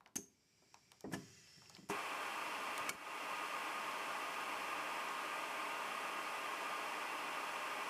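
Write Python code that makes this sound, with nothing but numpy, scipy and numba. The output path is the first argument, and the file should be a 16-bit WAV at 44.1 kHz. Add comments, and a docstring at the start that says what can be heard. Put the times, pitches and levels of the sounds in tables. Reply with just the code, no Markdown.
"""A pneumatic vacuum sealer in a quiet workshop. Plastic film ticks, a port starts to leak, a latch snaps.
The carriage rumbles and the jaw drops on the bag, exciting the modes of the steel frame; a cylinder
exhausts with a hiss and thin whistles. At 1.9 s a valve opens and turbulent suction rushes steadily
through the resonant steel housing. A second later the valve snaps over; near 4.7 s a low hum swells and
fades. Throughout, a limiter ducks after the sharpest clacks and creeps back."""
import sys
import numpy as np
from scipy import signal
from scipy.fft import rfft, irfft, next_fast_len
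from scipy.io import wavfile
from scipy.ndimage import uniform_filter1d, map_coordinates
from numba import njit

SR = 44100
rng = np.random.default_rng(int(sys.argv[2]) if len(sys.argv) > 2 else 0)


def generate_wav(sig):
    """Save sig (samples, or channels by samples) to the path in sys.argv[1] as 16-bit PCM at SR."""
    pcm = np.round(np.clip(np.atleast_2d(sig).T, -1, 1) * 32767).astype(np.int16)
    wavfile.write(sys.argv[1], SR, pcm)


N = 347949
T = np.arange(N) / SR

# background spectrum of the workshop: (frequency [Hz], level [dB])
WORKSHOP_SPECTRUM = [(25, -1), (60, 1), (100, 0), (200, 0.5), (300, -2.5), (400, -4), (500, -11),
                     (1000, -11), (1500, -20), (4000, -19), (15000, -29)]
# ticks of film and guides: (time [s], level [dB], centre [Hz], sharpness [Q], cover's relative level [dB])
FILM_TICKS = [(0.008, -53.5, 1060, 2.2, -17), (0.0607, -50.5, 2200, .9, -12),
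              (0.075, -63.5, 4600, 1.2, -17), (0.7435, -47.5, 1000, 2.4, -19), (0.743, -52, 5460, 3.1, -21),
              (0.743, -55, 2700, 2.4, -17), (0.918, -49, 2096, 0.38, -16), (1.0075, -49.5, 5700, 1, -22),
              (1.473, -58, 2200, .6, -17), (1.620, -55, 1200, 2, -13), (1.658, -56, 2700, 4, -22),
              (1.697, -47.5, 5334, 1.5, -15.5), (1.742, -59, 4400, 0.96, -16), (1.750, -46, 4600, 4, -24),
              (1.767, -49, 2600, 1.2, -17), (2.779, -36.8, 5600, 0.6, -11), (5.087, -47.5, 5300, 1.8, -21)]
# ringing guide, frame, clamp, jaw and end stop: (time [s], frequency [Hz], level [dB], t60 [s], drive [s])
STEEL_RINGS = [(0.056, 1017, -68.5, 0.27, .001), (.182, 398, -50, .19, 0.0051),
               (0.158, 250, -37, .026, .003), (1.042, 1880, -59, .08, .002),
               (1.042, 410, -41.5, 0.065, 0.005), (1.134, 1725, -39.5, 0.032, .007),
               (1.138, 2880, -48, .064, .001), (1.134, 675, -46, 0.15, .004),
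               (1.134, 535, -51, 0.097, .004), (1.898, 410, -39, 0.085, 0.02),
               (1.897, 303, -44, 0.16, 0.003)]
# spectrum of air forced through a narrow port: (frequency [Hz], level [dB])
HISS_SPECTRUM = [(300, -3), (1000, -8), (1600, 1.5), (2600, 1), (3900, -4), (5400, 2.5), (7400, 0),
                 (9000, -9), (11500, -12), (15000, -19)]
# resonances of the port that leaks while the jaw closes: (frequency [Hz], width [Hz], gain [dB])
LEAK_RESONANCES = [(2320, 190, 11), (4860, 470, 8.5), (5600, 280, 9.5), (6700, 500, -3), (1100, 700, -2),
                   (7500, 650, 6.5)]
# metal striking metal: (time [s], level [dB], tilt [dB/octave], contact time [s], t60 [s])
METAL_CLACKS = [(0.1562, -42, 1.9, 0.009, 0.052), (1.041, -60, -10, .004, .07),
                (1.116, -54, -7, 0.008, 0.04), (1.124, -53, 0, 0.01, 0.05),
                (1.134, -45.5, -3, 0.011, 0.075), (1.889, -53, -0.5, 0.011, 0.049),
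                (1.899, -44.5, -2, 0.0039, 0.092), (2.8925, -26.3, -0.9, 0.0019, 0.034)]
# spectrum of a clack before its tilt: (frequency [Hz], level [dB])
CLACK_SPECTRUM = [(60, -45), (200, -25), (550, 1), (1100, -0.5), (2800, -2.5), (4000, -10), (5800, -.5),
                  (10000, -4.5), (12000, -6), (15000, -20.5)]
# mode clusters of the latch spring: (centre [Hz], sharpness [Q], level [dB], t60 [s])
SPRING_CLUSTERS = [(6480, 24, -33.5, .025), (6430, 38, -52, .28), (6050, 7, -61, .22)]
# blows on the steel frame: (time [s], level [dB], spectral centre [Hz], decay time scale [ratio])
FRAME_BLOWS = [(0.181, -52, 190, 0.55), (0.619, -72, 620, 1.4), (1.041, -49, 400, 1.1),
               (1.060, -50.5, 115, 1.6), (1.133, -42.3, 165, 0.75), (1.575, -69, 200, .6),
               (1.783, -57.5, 210, 0.58), (1.828, -61, 190, 0.5), (1.897, -41.5, 560, 0.25),
               (2.801, -63, 85, 1.3), (2.901, -43, 520, 0.6), (2.941, -53, 85, 0.61)]
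# modes of the frame, before a blow weights and scales them: (frequency [Hz], level [dB], t60 [s])
FRAME_MODES = [(93.5, -13, 0.58), (140, -12, .4), (181, -1.5, 0.22), (196, 1, 0.31), (262.7, -2, .28),
               (315.6, -1, 0.33), (401.6, -3.5, 0.39), (550, -22, 0.18), (682, -9, 0.21), (994, 3, 0.11)]
# strokes of the carriage: (start [s], duration [s], level [dB])
CARRIAGE_STROKES = [(0.5, 0.55, -83), (1.094, 0.085, -59), (1.557, 0.43, -71)]
# spectrum of the moving carriage: (frequency [Hz], level [dB])
RUMBLE_SPECTRUM = [(40, -31), (90, 2), (170, 2), (280, -22), (400, -1.5), (520, -31), (1200, -20),
                   (3000, -36)]
# resonances of the cylinder's exhaust port: (frequency [Hz], width [Hz], gain [dB])
EXHAUST_RESONANCES = [(1720, 55, 7), (1980, 55, 11), (2120, 50, 5), (2280, 150, -7), (2450, 70, 6),
                      (2680, 90, 10), (3180, 110, 11), (4290, 90, 7), (4530, 110, 9), (4930, 100, 10.5),
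                      (5420, 240, 7.5), (5750, 120, -1), (6020, 130, 3), (6250, 150, -3), (6560, 110, 5),
                      (6900, 110, 4), (7130, 140, 5), (7640, 130, 6), (8700, 200, 3), (10100, 300, 4),
                      (10800, 300, 4)]
# whistles of the exhaust: (start [s], stop [s], starting pitch [Hz], level [dB])
EXHAUST_WHISTLES = [(1.176, 1.417, 5730, -72), (1.211, 1.45, 6630, -74), (1.461, 1.69, 5380, -69.5)]
# spectrum of the suction jet: (frequency [Hz], level [dB])
JET_SPECTRUM = [(50, -42), (90, -29), (140, -20.6), (270, -9.6), (520, -9), (820, -.6), (1170, -.5),
                (1350, -6), (1850, -8.3), (2700, -3.4), (3750, -20.7), (6500, -23.6), (10500, -26.3),
                (15000, -32)]
# resonances and antiresonances of the housing: (frequency [Hz], width [Hz], gain [dB])
HOUSING_RESONANCES = [(208, 14, 2), (233, 16, -4.5), (302, 17, 5.5), (377, 21, -3.5), (406, 40, 5.3),
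                      (538, 16, 3), (613, 30, 3.5), (681, 15, 3.5), (711, 19, -4.5), (752, 25, -9.5),
                      (946, 20, 3), (1014, 34, -3.5), (1070, 27, 7.5), (1107, 10, -3), (1168, 14, -3),
                      (1204, 46, 4.5), (1231, 22, 8.2), (1316, 26, -3), (1391, 30, -3), (1434, 30, 6.8),
                      (1489, 16, -5), (1572, 30, 6.2), (1618, 18, -6.5), (1655, 36, 5.5), (1715, 30, -3),
                      (1995, 70, 4), (2057, 21, -2.5), (2180, 58, -4.5), (2238, 30, 5.3), (2291, 24, -5.5),
                      (2385, 30, 1.5), (2606, 50, -5), (2720, 90, .7), (2809, 34, -3.5), (2904, 38, -4.5),
                      (2963, 76, -5), (3171, 30, 3.8), (3389, 36, 4), (4375, 70, 5.3), (5110, 180, 5.3),
                      (5470, 120, 2.2), (6000, 140, 2), (7710, 160, 2.5), (8230, 180, 2.5),
                      (8700, 150, 2.2), (10130, 140, 3), (10770, 400, 2.5), (12100, 900, -2.6)]
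# modes of the suction valve's body: (frequency [Hz], level [dB], t60 [s])
VALVE_MODES = [(1420, -32, .08), (2240, -23, .04), (3050, -27, .025), (4390, -39, .075), (5080, -35, .03),
               (7300, -31, .03), (9020, -37, .03), (10000, -38, .04)]


def undb(db):
    """Amplitude ratio of a level in decibels."""
    return 10 ** (np.asarray(db) / 20)


def colour(points, hz):
    """Spectral envelope in dB, interpolated over log frequency."""
    point_hz, db = np.transpose(points)
    return np.interp(np.log(hz), np.log(point_hz), db)


def bandpass(hz, centre_hz, q):
    """Response in dB of a second-order resonator; doubling it gives two in cascade."""
    return -10 * np.log10(1 + (q * (hz / centre_hz - centre_hz / hz)) ** 2)


def resonances(modes, hz):
    """Response in dB of a set of Lorentzian peaks and notches."""
    return sum(db / (1 + (2 * (hz - centre) / width) ** 2) for centre, width, db in modes)


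def ripple(hz, depth_db):
    """Modal overlap: crowded upper modes make the treble response irregular, in dB."""
    modes_hz = np.arange(3300, SR / 2, 55)
    return depth_db * np.interp(hz, modes_hz, rng.standard_normal(len(modes_hz)), left=0)


def noise(db_at, size=N):
    """Spectral shaping: Gaussian noise of rms 1, weighted by db_at(frequency)."""
    n = next_fast_len(size)
    hz = np.maximum(np.fft.rfftfreq(n, 1 / SR), 1)
    spectrum = rfft(rng.standard_normal(n)) * undb(db_at(hz))
    x = irfft(spectrum, n)[:size]
    return x / np.sqrt(np.mean(x ** 2))


def burst(db_at, gain):
    """Transient noise whose energy is set by its envelope alone."""
    x = noise(db_at, len(gain)) * gain
    return x * np.linalg.norm(gain) / np.linalg.norm(x)


def fade(t, t60):
    """Exponential damping from t = 0 on, 60 dB in t60 seconds; unity before."""
    return np.exp(-np.log(1000) * np.maximum(t, 0) / t60)


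def struck(t, drive_s, t60):
    """Driven, then free vibration: energy grows linearly during the drive and decays after it."""
    return np.minimum(t / drive_s, 1) ** 0.5 * fade(t - drive_s, t60)


def envelope(start, attack, stop, t60):
    """Linear onset, steady state until stop, then exponential decay; all in seconds."""
    return np.clip((T - start) / attack, 0, 1) * fade(T - stop, t60)


def ring(modes, t):
    """Modal superposition: a struck body vibrates as a sum of damped sines."""
    return sum(undb(db) * np.sin(2 * np.pi * hz * t) * fade(t, t60) for hz, db, t60 in modes)


def bend(x, pitch):
    """Resampling at a varying rate scales every frequency by the ratio pitch."""
    return map_coordinates(x, [np.cumsum(pitch)], order=3, mode="mirror")


def add(out, start, x):
    """Superpose x on out from start seconds."""
    i = int(start * SR)
    out[i:i + len(x)] += x[:N - i]


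def film_ticks():
    """Impulse excitation: film and guides snap, and the sheet-metal cover answers with a hollow tail."""
    out, t = np.zeros(N), T[:SR // 5]
    for start, db, centre_hz, q, cover_db in FILM_TICKS:
        snap = burst(lambda hz: 2 * bandpass(hz, centre_hz, q), fade(t, t60=0.011))
        cover = noise(lambda hz: bandpass(hz, 920, 1.3) + bandpass(hz, 560, 0.6), len(t))
        add(out, start, undb(db) * (snap + undb(cover_db) * cover * fade(t, t60=0.16)))
    return out


def steel_rings():
    """Resonance: struck steel parts swell while driven, then ring at their natural frequencies."""
    out, t = np.zeros(N), T[:SR // 2]
    for start, hz, db, t60, drive_s in STEEL_RINGS:
        add(out, start, undb(db) * struck(t, drive_s, t60) * np.sin(2 * np.pi * hz * t))
    return out


def leak():
    """Turbulence in a resonant port grows as pressure builds behind it and dies once the jaw is down."""
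    hiss = noise(lambda hz: colour(HISS_SPECTRUM, hz) + resonances(LEAK_RESONANCES, hz))
    return undb(-73) * hiss * envelope(start=0.1, attack=0.62, stop=1.12, t60=3.6)


def clacks():
    """Contact noise: metal parts chatter over a broad band while they touch, then die away quickly."""
    out, t = np.zeros(N), T[:SR // 2]
    for start, db, tilt_db, contact_s, t60 in METAL_CLACKS:
        chatter = burst(lambda hz: colour(CLACK_SPECTRUM, hz) + tilt_db * np.log2(np.maximum(hz, 200)),
                        fade(t - contact_s, t60))
        add(out, start, undb(db) * chatter)
    return out


def latch_spring():
    """Beating: the spring's closely spaced modes zing as narrow bands of noise."""
    out, t = np.zeros(N), T[:SR // 2]
    for centre_hz, q, db, t60 in SPRING_CLUSTERS:
        cluster = noise(lambda hz: 2 * bandpass(hz, centre_hz, q), len(t))
        add(out, start=0.162, x=undb(db) * struck(t, drive_s=0.005, t60=t60) * cluster)
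    return out


def frame_knocks():
    """Modal excitation: each blow rings the frame and panels with its own spectral centre and level."""
    out, t = np.zeros(N), T[:SR // 2]
    for start, db, centre_hz, decay_scale in FRAME_BLOWS:
        modes = [(hz, mode_db + bandpass(hz, centre_hz, 1), t60 * decay_scale)
                 for hz, mode_db, t60 in FRAME_MODES]
        panels = noise(lambda hz: 2 * bandpass(hz, centre_hz, 0.49) + bandpass(hz, 240, 0.48), len(t))
        panels *= undb(5) * fade(t, 0.1 * decay_scale)
        blow = (ring(modes, t) + panels) * (1 - np.exp(-t / 0.0028))
        add(out, start, undb(db) * blow / np.std(blow[:SR // 50]))  # the first 20 ms set the level
    return out


def carriage():
    """Structure-borne noise: the carriage rumbles while it moves."""
    travel = sum(undb(db) * envelope(start, attack=0.017, stop=start + duration, t60=1)
                 for start, duration, db in CARRIAGE_STROKES)
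    return travel * noise(lambda hz: colour(RUMBLE_SPECTRUM, hz))


def exhaust():
    """Discharge through a resonant port: a hiss starts as the jaw lands, weakens as the cylinder empties."""
    start, sag_db_per_s = 1.125, 2.5
    hiss = noise(lambda hz: colour(HISS_SPECTRUM, hz) + resonances(EXHAUST_RESONANCES, hz) + ripple(hz, 2))
    pitch = 1 + 0.006 * noise(lambda hz: 2 * bandpass(hz, 6, 0.7))  # wanders with the pressure
    level = undb(-65 - sag_db_per_s * (T - start))
    return level * bend(hiss, pitch) * envelope(start, attack=0.033, stop=1.78, t60=1)


def whistles():
    """Cavity resonance: breathy whistles catch, climb as the chamber shortens and break off."""
    out, rise_per_s = np.zeros(N), 0.078
    for start, stop, start_hz, db in EXHAUST_WHISTLES:
        band = noise(lambda hz: 2 * bandpass(hz, start_hz, q=38))
        waver = 0.007 * noise(lambda hz: 2 * bandpass(hz, 25, 0.5))
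        pitch = 1 + rise_per_s * np.clip(T - start, 0, stop - start) + waver
        out += undb(db) * bend(band, pitch) * envelope(start, attack=0.02, stop=stop, t60=0.15)
    return out


def suction():
    """Source and filter: the housing colours a turbulent jet that rises as its valve opens, then holds."""
    start, opening_s, sag_db_per_s = 1.897, 0.014, 0.0077
    jet = noise(lambda hz: colour(JET_SPECTRUM, hz) + resonances(HOUSING_RESONANCES, hz) + ripple(hz, 1.1))
    flutter_db = 0.18 * noise(lambda hz: 2 * bandpass(hz, 23, 0.38))
    opening = np.clip((T - start) / opening_s, 0, 1)
    return jet * opening * undb(-43.3 - sag_db_per_s * (T - start) + flutter_db)


def valve_snap():
    """Free vibration: the suction valve snaps over and its body rings."""
    out, t = np.zeros(N), T[:SR // 2]
    add(out, start=2.8927, x=ring(VALVE_MODES, t) * (1 - np.exp(-t / 0.0006)))
    return out


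def hum():
    """Amplitude modulation: a low pure tone swells once beneath the suction and fades."""
    hz, peak_s, width_s = 71.5, 4.69, 0.5
    swell = undb(-74.5) / (1 + (2 * (T - peak_s) / width_s) ** 2)
    return np.sqrt(2) * np.sin(2 * np.pi * hz * T) * swell


def room(x, wet_db, t60_low, t60_high):
    """Reverberation: diffuse reflections build up quickly; bass and treble decay at their own rates."""
    t = T[:SR // 2]
    white = rng.standard_normal(len(t))
    low = signal.sosfilt(signal.butter(2, 1500, fs=SR, output="sos"), white)
    tail = low * fade(t, t60_low) + (white - low) * fade(t, t60_high)
    tail *= 1 - np.exp(-t / 0.00044)
    return x + undb(wet_db) * signal.fftconvolve(x, tail / np.linalg.norm(tail))[:N]


@njit
def ducking(over_db, hold_s, release_s):
    """Peak hold: gain reduction in dB jumps to each overshoot, holds, then relaxes exponentially."""
    out, cut, wait = np.empty(len(over_db)), 0., 0.
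    for i in range(len(over_db)):
        wait -= 1 / SR
        if over_db[i] > cut:
            cut, wait = over_db[i], hold_s
        elif wait < 0:
            cut -= cut / (release_s * SR)
        out[i] = cut
    return out


def scene():
    """Superposition of the workshop's background, reverberant impacts and the sustained machine sounds."""
    background = undb(-78.5) * noise(lambda hz: colour(WORKSHOP_SPECTRUM, hz))
    impacts = film_ticks() + steel_rings() + clacks() + latch_spring() + frame_knocks() + valve_snap()
    impacts = room(impacts, wet_db=-12.5, t60_low=0.43, t60_high=0.31)
    sustained = leak() + carriage() + exhaust() + whistles() + suction() + hum()
    return (background + impacts + sustained)[None]


def record(dry):
    """Limiting with slow recovery; spikes that outrun it are clipped; deep bass and top treble are cut."""
    ceiling_db, clip_level = -33, undb(-25.5)
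    power = np.abs(uniform_filter1d(dry[0] ** 2, size=96))
    over_db = 10 * np.log10(power + 1e-18) - ceiling_db
    limited = dry * undb(-ducking(over_db, hold_s=0.09, release_s=0.12))
    clipped = np.clip(limited, -clip_level, clip_level)
    bass_cut = signal.sosfilt(signal.butter(2, 72, "high", fs=SR, output="sos"), clipped)
    return signal.sosfilt(signal.ellip(10, 0.2, 70, 15050, fs=SR, output="sos"), bass_cut)


dry = scene()
out = record(dry)
generate_wav(out)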